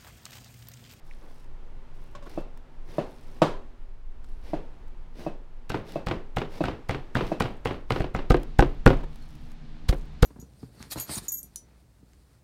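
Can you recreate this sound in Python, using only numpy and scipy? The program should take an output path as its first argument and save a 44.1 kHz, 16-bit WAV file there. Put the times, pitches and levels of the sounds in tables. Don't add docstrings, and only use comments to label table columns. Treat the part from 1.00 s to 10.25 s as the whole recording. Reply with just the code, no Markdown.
import sys
import numpy as np
from scipy import signal
from scipy.fft import rfft, irfft
from scipy.io import wavfile
from scipy.ndimage import uniform_filter1d

SR = 44100
rng = np.random.default_rng(int(sys.argv[2]) if len(sys.argv) > 2 else 0)


def dump(signal):
    limited = np.clip(np.atleast_2d(signal).T, -1, 1)
    pcm = np.round(limited * 32767).astype(np.int16)
    wavfile.write(sys.argv[1], SR, pcm)


N = 407925
TIME_S = np.arange(N) / SR
HIT_TIME_S = TIME_S[:2 ** 14]

# freq_hz, gain_db
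AIR_FAR = [(41, -17), (70, -9), (155, -10.5), (213, -22.5), (244, -6.5), (280, -18), (394, -12.5),
           (431, -21), (462, -16.5), (727, -21.5), (834, -18.5), (1230, -24.5), (2780, -32.5), (16000, -58)]
AIR_NEAR = [(41, -43), (70, 3), (86, -31), (152, 4.5), (178, -16), (244, -4), (274, -24), (307, -6.5),
            (336, -28), (412, -21.5), (517, -26), (761, -24), (1020, -27.5), (4190, -35), (16000, -68)]
RUMBLE = [(8, -5), (18, 13.5), (32, -7), (50, -9.5), (80, -19.5), (160, -37), (400, -82)]
# time_s, level_db
DRAUGHT = [(0, -40.5), (.5, -36), (2.4, -39.5), (3.3, -32), (5.5, -42), (6.6, -37.5), (8, -29.5),
           (8.4, -39), (9.25, -33)]
# time_s, near (0 across the table, 1 above the board)
NEARNESS = [(7.1, 0.01), (7.45, 0.98)]
# freq_hz, t60_s
ROOM_T60 = [(500, 0.37), (3000, 0.34), (12000, 0.3)]
# freq_hz, gain_db
CHOP_ROOM = [(40, 5), (120, 11), (400, 0), (800, 0.5), (1500, -9.5), (2800, -10), (4500, -19.5),
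             (6500, -31.5), (10000, -39), (16000, -47)]
HOP_ROOM = [(60, 8.5), (150, 0.5), (400, 5.5), (700, -7), (1300, -11.5), (2800, -20), (5000, -32),
            (8000, -44), (16000, -53)]
KNOCK_ROOM = [(60, -15.5), (150, -0.5), (260, 0.5), (400, 2), (620, -1.5), (900, -8), (1300, -15.5),
              (2000, -21.5), (4000, -27.5), (16000, -58)]
CLICK_ROOM = [(60, -40), (300, -3), (1000, 14.5), (2000, -0.5), (3500, -2.5), (5500, -11), (8000, -18),
              (16000, -34)]
# freq_hz, gain_db
RUB = [(100, -2), (330, 8.5), (700, -1), (1300, -6.5), (2500, -15.5), (6000, -30), (16000, -42)]
SLICE = [(100, 2), (300, 5.5), (600, 1), (1200, -12), (2000, -10.5), (2800, -13), (5500, -16.5),
         (7000, -25.5), (11000, -27), (16000, -32)]
EDGE_CLICK = [(50, -38), (200, -2.5), (500, 10), (900, 9), (1700, -2.5), (3000, -5), (4500, -12.5),
              (7000, -23), (11000, -33), (16000, -43)]
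SQUELCH = [(300, 0.5), (1500, -4), (4000, -2), (6500, -10.5), (9000, -13), (16000, -21)]
CRACK = [(150, -14), (600, 4), (1500, 4.5), (2500, -2.5), (4000, -12.5), (6300, -26), (8500, -26.5),
         (16000, -36)]
CLACK = [(200, -20), (900, 13.5), (1700, 5), (3000, 0), (4500, -10), (7000, -27), (11000, -34),
         (16000, -54)]
# freq_hz, gain_db, t60_s
PLATE_MODES = [(588, 5.5, 0.24), (1000, -5, 0.3), (1125, 2.5, 0.082), (1540, -9, 0.087), (2770, -19, 0.045)]
BLADE_MODES = [(2580, 1, 0.19), (2700, -7, 0.3), (5700, -14, .2)]
SLICING_BOARD_MODES = [(152.5, -9, 0.078), (330, -1, 0.042), (569, -2, 0.1), (698, 0, 0.039),
                       (1150, -8, 0.01)]
CHOPPING_BOARD_MODES = [(119, 0, 0.044), (230, -3.5, 0.064), (476, -1.5, 0.045), (532, 3, 0.018),
                        (791, -2, 0.032), (1056, -4.5, 0.012), (1251, -11, 0.047), (1487, -13.5, 0.08),
                        (1903, -19, 0.049)]
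TABLE_MODES = [(139.7, -6.5, 0.197), (279.6, -5, 0.15), (366.7, 2.5, 0.076), (509.6, -3, 0.095),
               (720, 0, 0.028), (1100, -15, 0.059), (1470, -7, 0.017)]
# start_s, length_s, start_hz, end_hz, level_db
SQUEAKS = [(0.11, 0.0051, 2950, 1450, -41.5), (8.207, 0.042, 4400, 4170, -58.5)]
# start_s, end_s, level_db
RUBS = [(0.164, 0.35, -51), (1.245, 1.297, -47), (7.99, 8.023, -42.5), (8.024, 8.059, -45)]
# start_s, end_s, relative_db
RUSTLES = [(0, 0.504, -62.5), (0.922, 1.194, -66), (1.208, 1.45, -60.5), (1.816, 2.48, -61.5),
           (3.203, 3.478, -68), (8.05, 8.587, -63)]
# start_s, relative_db
SMACKS = [(1.296, -45), (1.5738, -47), (3.244, -48.5), (3.881, -58), (4.9207, -39.5), (7.4318, -38),
          (8.158, -45), (8.2244, -51), (8.3054, -51), (8.3524, -48), (8.517, -47.5)]
# start_s, relative_db
NUDGES = [(1.15, -29.5), (1.224, -37.5), (1.261, -40.5)]
# impact_s, knock_db, hiss_db
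STROKES = [(1.375, -26, -50.5), (1.982, -18.5, -47.5), (2.418, -11.5, -59), (3.533, -23, -49),
           (4.264, -24.5, -44.5), (4.957, -23.5, -44.5), (5.606, -20, -44), (6.317, -20.5, -43),
           (7.003, -27, -44)]
# impact_s, force_db, wet_db, flight_s, landing_db, near
CHOPS = [(4.702, -8, -40.5, .041, -25.5, 0.01), (5.0691, -4.5, -47.5, .042, -25, 0.08),
         (5.3691, -3.5, -42.5, 0.047, -26.5, 0.28), (5.639, -4.5, -52, 0.043, -26.5, 0.02),
         (5.8937, -3, -45, .052, -30.5, 0.12), (6.1529, 1, -45, 0.055, -25.5, 0),
         (6.4055, .5, -35, 0.05, -31, 0.13), (6.656, -3.5, -43, 0.052, -28, 0.1),
         (6.905, -0.5, -50, 0.055, -26, 0.11), (7.006, -11, -49, 0.036, -29, 0.51),
         (7.148, -6, -53, .041, -31, 0.3), (7.3063, -2, -34, 0.037, -14.5, 0.92),
         (7.5927, 0.5, -34, 0.031, -14, 0.98), (7.8633, 7.5, -31.5, 0.04, -15.5, 0.98),
         (8.896, -16, -29.5, .03, -25.5, 0.89), (9.23, -2, -26, .035, -12, 0.99)]

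CRACK_DB, BOARD_DB, TABLE_DB = (-24.5, -19.5), (-21, -9.5), (-30.5, -19.5)
SHAKE_DB, CHOP_ROOM_DB = (-34, -8), (-28.5, -31.5)
CLACK_DB, HOP_ROOM_DB = (-3, -12), (-9, -18.5)
ROOF_GAIN_DB, ROOF_LAG_S = (2, 0), (0.016, 0.012)


def amp(db):
    return 10 ** (np.asarray(db) / 20)


def curve(rows, at):
    return np.interp(at, *np.transpose(rows))


def between(pair, near):
    return pair[0] + (pair[1] - pair[0]) * near


def unit(x):
    return x / np.sqrt(np.mean(x ** 2))


def unit_hit(x):
    return x / np.sqrt(uniform_filter1d(x ** 2, size=441).max())


def tint(x, spectrum, size=2048):
    hz, db = np.transpose(spectrum)
    log_hz = np.log(np.fft.rfftfreq(size, 1 / SR) + 1)
    cepstrum = irfft(np.log(amp(np.interp(log_hz, np.log(hz), db))))
    cepstrum[1:size // 2] *= 2
    cepstrum[size // 2 + 1:] = 0
    return signal.oaconvolve(x, irfft(np.exp(rfft(cepstrum))))[:len(x)]


def add(out, start_s, x):
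    i = max(int(start_s * SR), 0)
    out[i:i + len(x)] += x[:max(len(out) - i, 0)]


def walk(rate_hz):
    step = int(SR / rate_hz)
    return 1.7 * uniform_filter1d(np.repeat(rng.standard_normal(N // step + 1), step), step)[:N]


def swell(length_s, taper=0.35):
    return signal.windows.tukey(max(int(length_s * SR), 2), taper)


def decay(t, t60_s):
    return np.exp(-np.log(1000) * t / t60_s)


def ring(modes, detune, scatter_db):
    t = TIME_S[:SR // 8]
    hz, db, t60_s = np.transpose(modes)[:, :, None]
    pitch, strength = rng.standard_normal((2, len(modes), 1))
    partials = amp(db + scatter_db * strength) * np.sin(2 * np.pi * hz * (1 + detune * pitch) * t)
    signs = np.cos(np.pi * np.arange(len(modes)))[:, None]
    motion = np.sum(signs * partials * decay(t, t60_s), axis=0)
    return unit_hit(np.convolve(motion, np.hanning(13))[:len(motion)])


def burst(spectrum, rise_s, decay_s, size=2500):
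    t = TIME_S[:size]
    envelope = np.minimum(t / rise_s, 1) ** 2 * np.exp(-np.maximum(t - rise_s, 0) / decay_s)
    return unit_hit(tint(envelope * rng.standard_normal(size), spectrum))


def outdoors(far_db=-57, near_db=-44.5):
    near = curve(NEARNESS, TIME_S)
    far_air = amp(far_db) * unit(tint(rng.standard_normal(N), AIR_FAR, size=8192))
    near_air = amp(near_db) * unit(tint(rng.standard_normal(N), AIR_NEAR, size=8192))
    rumble = amp(curve(DRAUGHT, TIME_S)) * unit(tint(rng.standard_normal(N), RUMBLE, size=16384))
    air = np.sqrt(1 - near) * far_air + np.sqrt(near) * near_air
    return air * amp(1.6 * walk(1.5)) + rumble


def kitchen(spectrum, build_s=0.011):
    t = HIT_TIME_S
    noise = rfft(rng.standard_normal(len(t)))
    octave = np.log2(np.fft.rfftfreq(len(t), 1 / SR) + 1)
    centres_hz, t60s_s = np.transpose(ROOM_T60)
    tail = sum(irfft(noise * np.interp(octave, np.log2(centres_hz), band)) * decay(t, t60_s)
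               for band, t60_s in zip(np.eye(len(t60s_s)), t60s_s))
    tail = tint(tail * np.minimum(t / build_s, 1), spectrum)
    return tail / np.std(tail[:SR // 20])


def room_tail(spectrum, near, treble_db=-5.5):
    return tint(kitchen(spectrum), [(500, 0.0046), (5000, treble_db * near)])


def roof_echo(crack):
    return tint(crack, [(100, -2), (700, -20), (2000, -10), (4000, 0.5), (8000, 2), (16000, -46)])


def squeaks():
    out = np.zeros(N)
    for start_s, length_s, start_hz, end_hz, db in SQUEAKS:
        hz = np.linspace(start_hz, end_hz, int(length_s * SR))
        add(out, start_s, amp(db) * np.hanning(len(hz)) * np.sin(2 * np.pi * np.cumsum(hz) / SR))
    return out


def rubs():
    envelope = np.zeros(N)
    for start_s, end_s, db in RUBS:
        add(envelope, start_s, amp(db) * swell(end_s - start_s, taper=0.96))
    friction = rng.standard_normal(N) * amp(2.6 * walk(120))
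    return envelope * unit(tint(friction, RUB))


def sticky_ticks(rate_hz=260, spread_db=3.5, low_hz=3500, high_hz=14500, decay_cycles=1.9):
    out, t = np.zeros(N), TIME_S[:128]
    when, pitch, size = rng.random((int(rate_hz * N / SR), 3)).T
    hz = (low_hz + (high_hz - low_hz) * pitch)[:, None]
    db = spread_db * np.minimum(-np.log(1 - size), 4)[:, None]
    ticks = amp(db) * np.sin(2 * np.pi * hz * t) * np.exp(-np.pi * hz * t / decay_cycles)
    for start_s, tick in zip(when * N / SR, ticks):
        add(out, start_s, tick)
    return unit(out)


def handling(films_per_s=4000):
    envelope = np.zeros(N)
    for start_s, end_s, db in RUSTLES:
        add(envelope, start_s, amp(db) * swell(end_s - start_s))
    films = (rng.random(N) < films_per_s / SR) * rng.standard_normal(N) * amp(0.84 * walk(82))
    rustle = tint(films, [(400, -8), (1500, -4), (5500, 0.5), (7000, -10), (9000, -5.5), (16000, -17)])
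    out = envelope * (amp(-8) * unit(rustle) + amp(-10) * sticky_ticks())
    for start_s, db in SMACKS:
        smack = burst([(500, 7), (2500, -1), (6000, -6), (16000, -11)], rise_s=0.00032, decay_s=0.0025)
        add(out, start_s, amp(db - 7.5) * smack)
    return out


def plate():
    out = np.zeros(N)
    for start_s, db in NUDGES:
        add(out, start_s, amp(db - 11.5) * ring(PLATE_MODES, detune=0.0295, scatter_db=4.5))
        contact = burst([(500, 2), (1500, 0), (3000, -3), (7500, -10.5), (11000, -31)],
                        rise_s=0.0018, decay_s=0.012)
        add(out, start_s, amp(db - 19) * contact)
        add(out, start_s, amp(db - 21) * kitchen(CHOP_ROOM))
    return out


def slicing_knife(lead_s=0.138, draw_s=0.19, wall_lag_s=0.0063, wall_db=-3, hiss_room_db=-8.5):
    knocks, ringing, draw = np.zeros((3, N))
    for impact_s, knock_db, hiss_db in STROKES:
        click_db = -42.5 + 2.5 * (knock_db + 21.5)
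        add(draw, impact_s - lead_s, amp(hiss_db) * swell(draw_s, taper=1))
        add(knocks, impact_s, amp(knock_db) * ring(SLICING_BOARD_MODES, detune=0.018, scatter_db=1.5))
        add(knocks, impact_s, amp(click_db) * burst(EDGE_CLICK, rise_s=0.0013, decay_s=0.0059))
        add(ringing, impact_s, amp(hiss_db - 6) * ring(BLADE_MODES, detune=0.0065, scatter_db=5))
        add(ringing, impact_s, amp(knock_db - 15.5) * kitchen(KNOCK_ROOM))
        add(ringing, impact_s, amp(click_db - 13.5) * kitchen(CLICK_ROOM))
    fibres = rng.standard_normal(N) * amp(1.5 * walk(350))
    hiss = draw * unit(tint(fibres, SLICE))
    room = kitchen([(1000, 0), (12000, -1)])
    hiss_tail = amp(hiss_room_db) * signal.oaconvolve(hiss, room / np.linalg.norm(room))[:N]
    out = knocks + ringing + hiss + hiss_tail
    add(out, wall_lag_s, amp(wall_db) * knocks)
    return out


def peeling(re_squelch_db=-22, decay_s=0.065):
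    envelope = np.zeros(N)
    for impact_s, _, wet_db, *_ in CHOPS:
        add(envelope, impact_s, amp(wet_db + re_squelch_db) * np.exp(-HIT_TIME_S / decay_s))
    return envelope * sticky_ticks()


def table_shake(press_s, swing_hz=41, sway_hz=29.55, sway_db=-8.5, cushion_s=0.019):
    t = HIT_TIME_S - press_s
    press = 2.13 * (HIT_TIME_S / press_s) ** 2
    swing = np.sin(2 * np.pi * swing_hz * t) * decay(t, t60_s=0.21)
    sway = amp(sway_db) * np.sin(2 * np.pi * sway_hz * t) * decay(t, t60_s=0.64)
    motion = np.where(t < 0, press, -swing - sway)
    stop_s = 0.5 * press_s ** 2 / cushion_s
    return unit_hit(uniform_filter1d(motion, size=max(int(stop_s * SR), 1)))


def board_blow(near, bass_db=1, treble_db=-4):
    motion = -ring(CHOPPING_BOARD_MODES, detune=0.0333, scatter_db=4)
    return tint(motion, [(250, bass_db * near), (2500, treble_db * near)])


def landing(near):
    out = amp(between(HOP_ROOM_DB, near)) * room_tail(HOP_ROOM, near)
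    add(out, 0, ring(TABLE_MODES, detune=0.048, scatter_db=-0.5))
    add(out, 0, amp(between(CLACK_DB, near)) * burst(CLACK, rise_s=0.00033, decay_s=0.007))
    return out


def chop(force_db, wet_db, near, meat_s, press_share=0.63, swing_back_s=0.014):
    out = np.zeros(SR)
    add(out, 0, amp(wet_db) * burst(SQUELCH, rise_s=0.66 * meat_s, decay_s=0.5 * meat_s))
    shake_db = between(SHAKE_DB, near) + 0.09 * force_db
    add(out, (1 - press_share) * meat_s, amp(shake_db) * table_shake(press_share * meat_s))
    crack = amp(force_db + between(CRACK_DB, near)) * burst(CRACK, rise_s=0.00044, decay_s=0.0025)
    add(out, meat_s, crack)
    add(out, meat_s + between(ROOF_LAG_S, near), amp(between(ROOF_GAIN_DB, near)) * roof_echo(crack))
    add(out, meat_s, amp(force_db + between(BOARD_DB, near)) * board_blow(near))
    table = ring(TABLE_MODES, detune=0.02, scatter_db=1)
    add(out, meat_s + swing_back_s, amp(force_db + between(TABLE_DB, near)) * table)
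    add(out, meat_s, amp(force_db + between(CHOP_ROOM_DB, near)) * room_tail(CHOP_ROOM, near))
    return out


def cleaver(rebound_ratio=0.68, rebound_db=-13.5):
    out = np.zeros(N)
    for impact_s, force_db, wet_db, flight_s, landing_db, near in CHOPS:
        meat_s = 0.0083 * amp(-0.32 * force_db)
        add(out, impact_s - meat_s, chop(force_db, wet_db, near, meat_s))
        add(out, impact_s + flight_s, amp(landing_db) * landing(near))
        add(out, impact_s + flight_s * (1 + rebound_ratio), amp(landing_db + rebound_db) * landing(near))
    return out


def scene():
    cooks = cleaver() + slicing_knife() + handling() + plate() + rubs() + squeaks()
    return (cooks + outdoors() + peeling())[None]


def record(dry, ceiling=0.78, cutoff_hz=16100):
    flattened = dry / (1 + (dry / ceiling) ** 8) ** (1 / 8)
    return signal.sosfilt(signal.ellip(8, 0.2, 70, cutoff_hz, fs=SR, output="sos"), flattened)


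dry = scene()
out = record(dry)
dump(out)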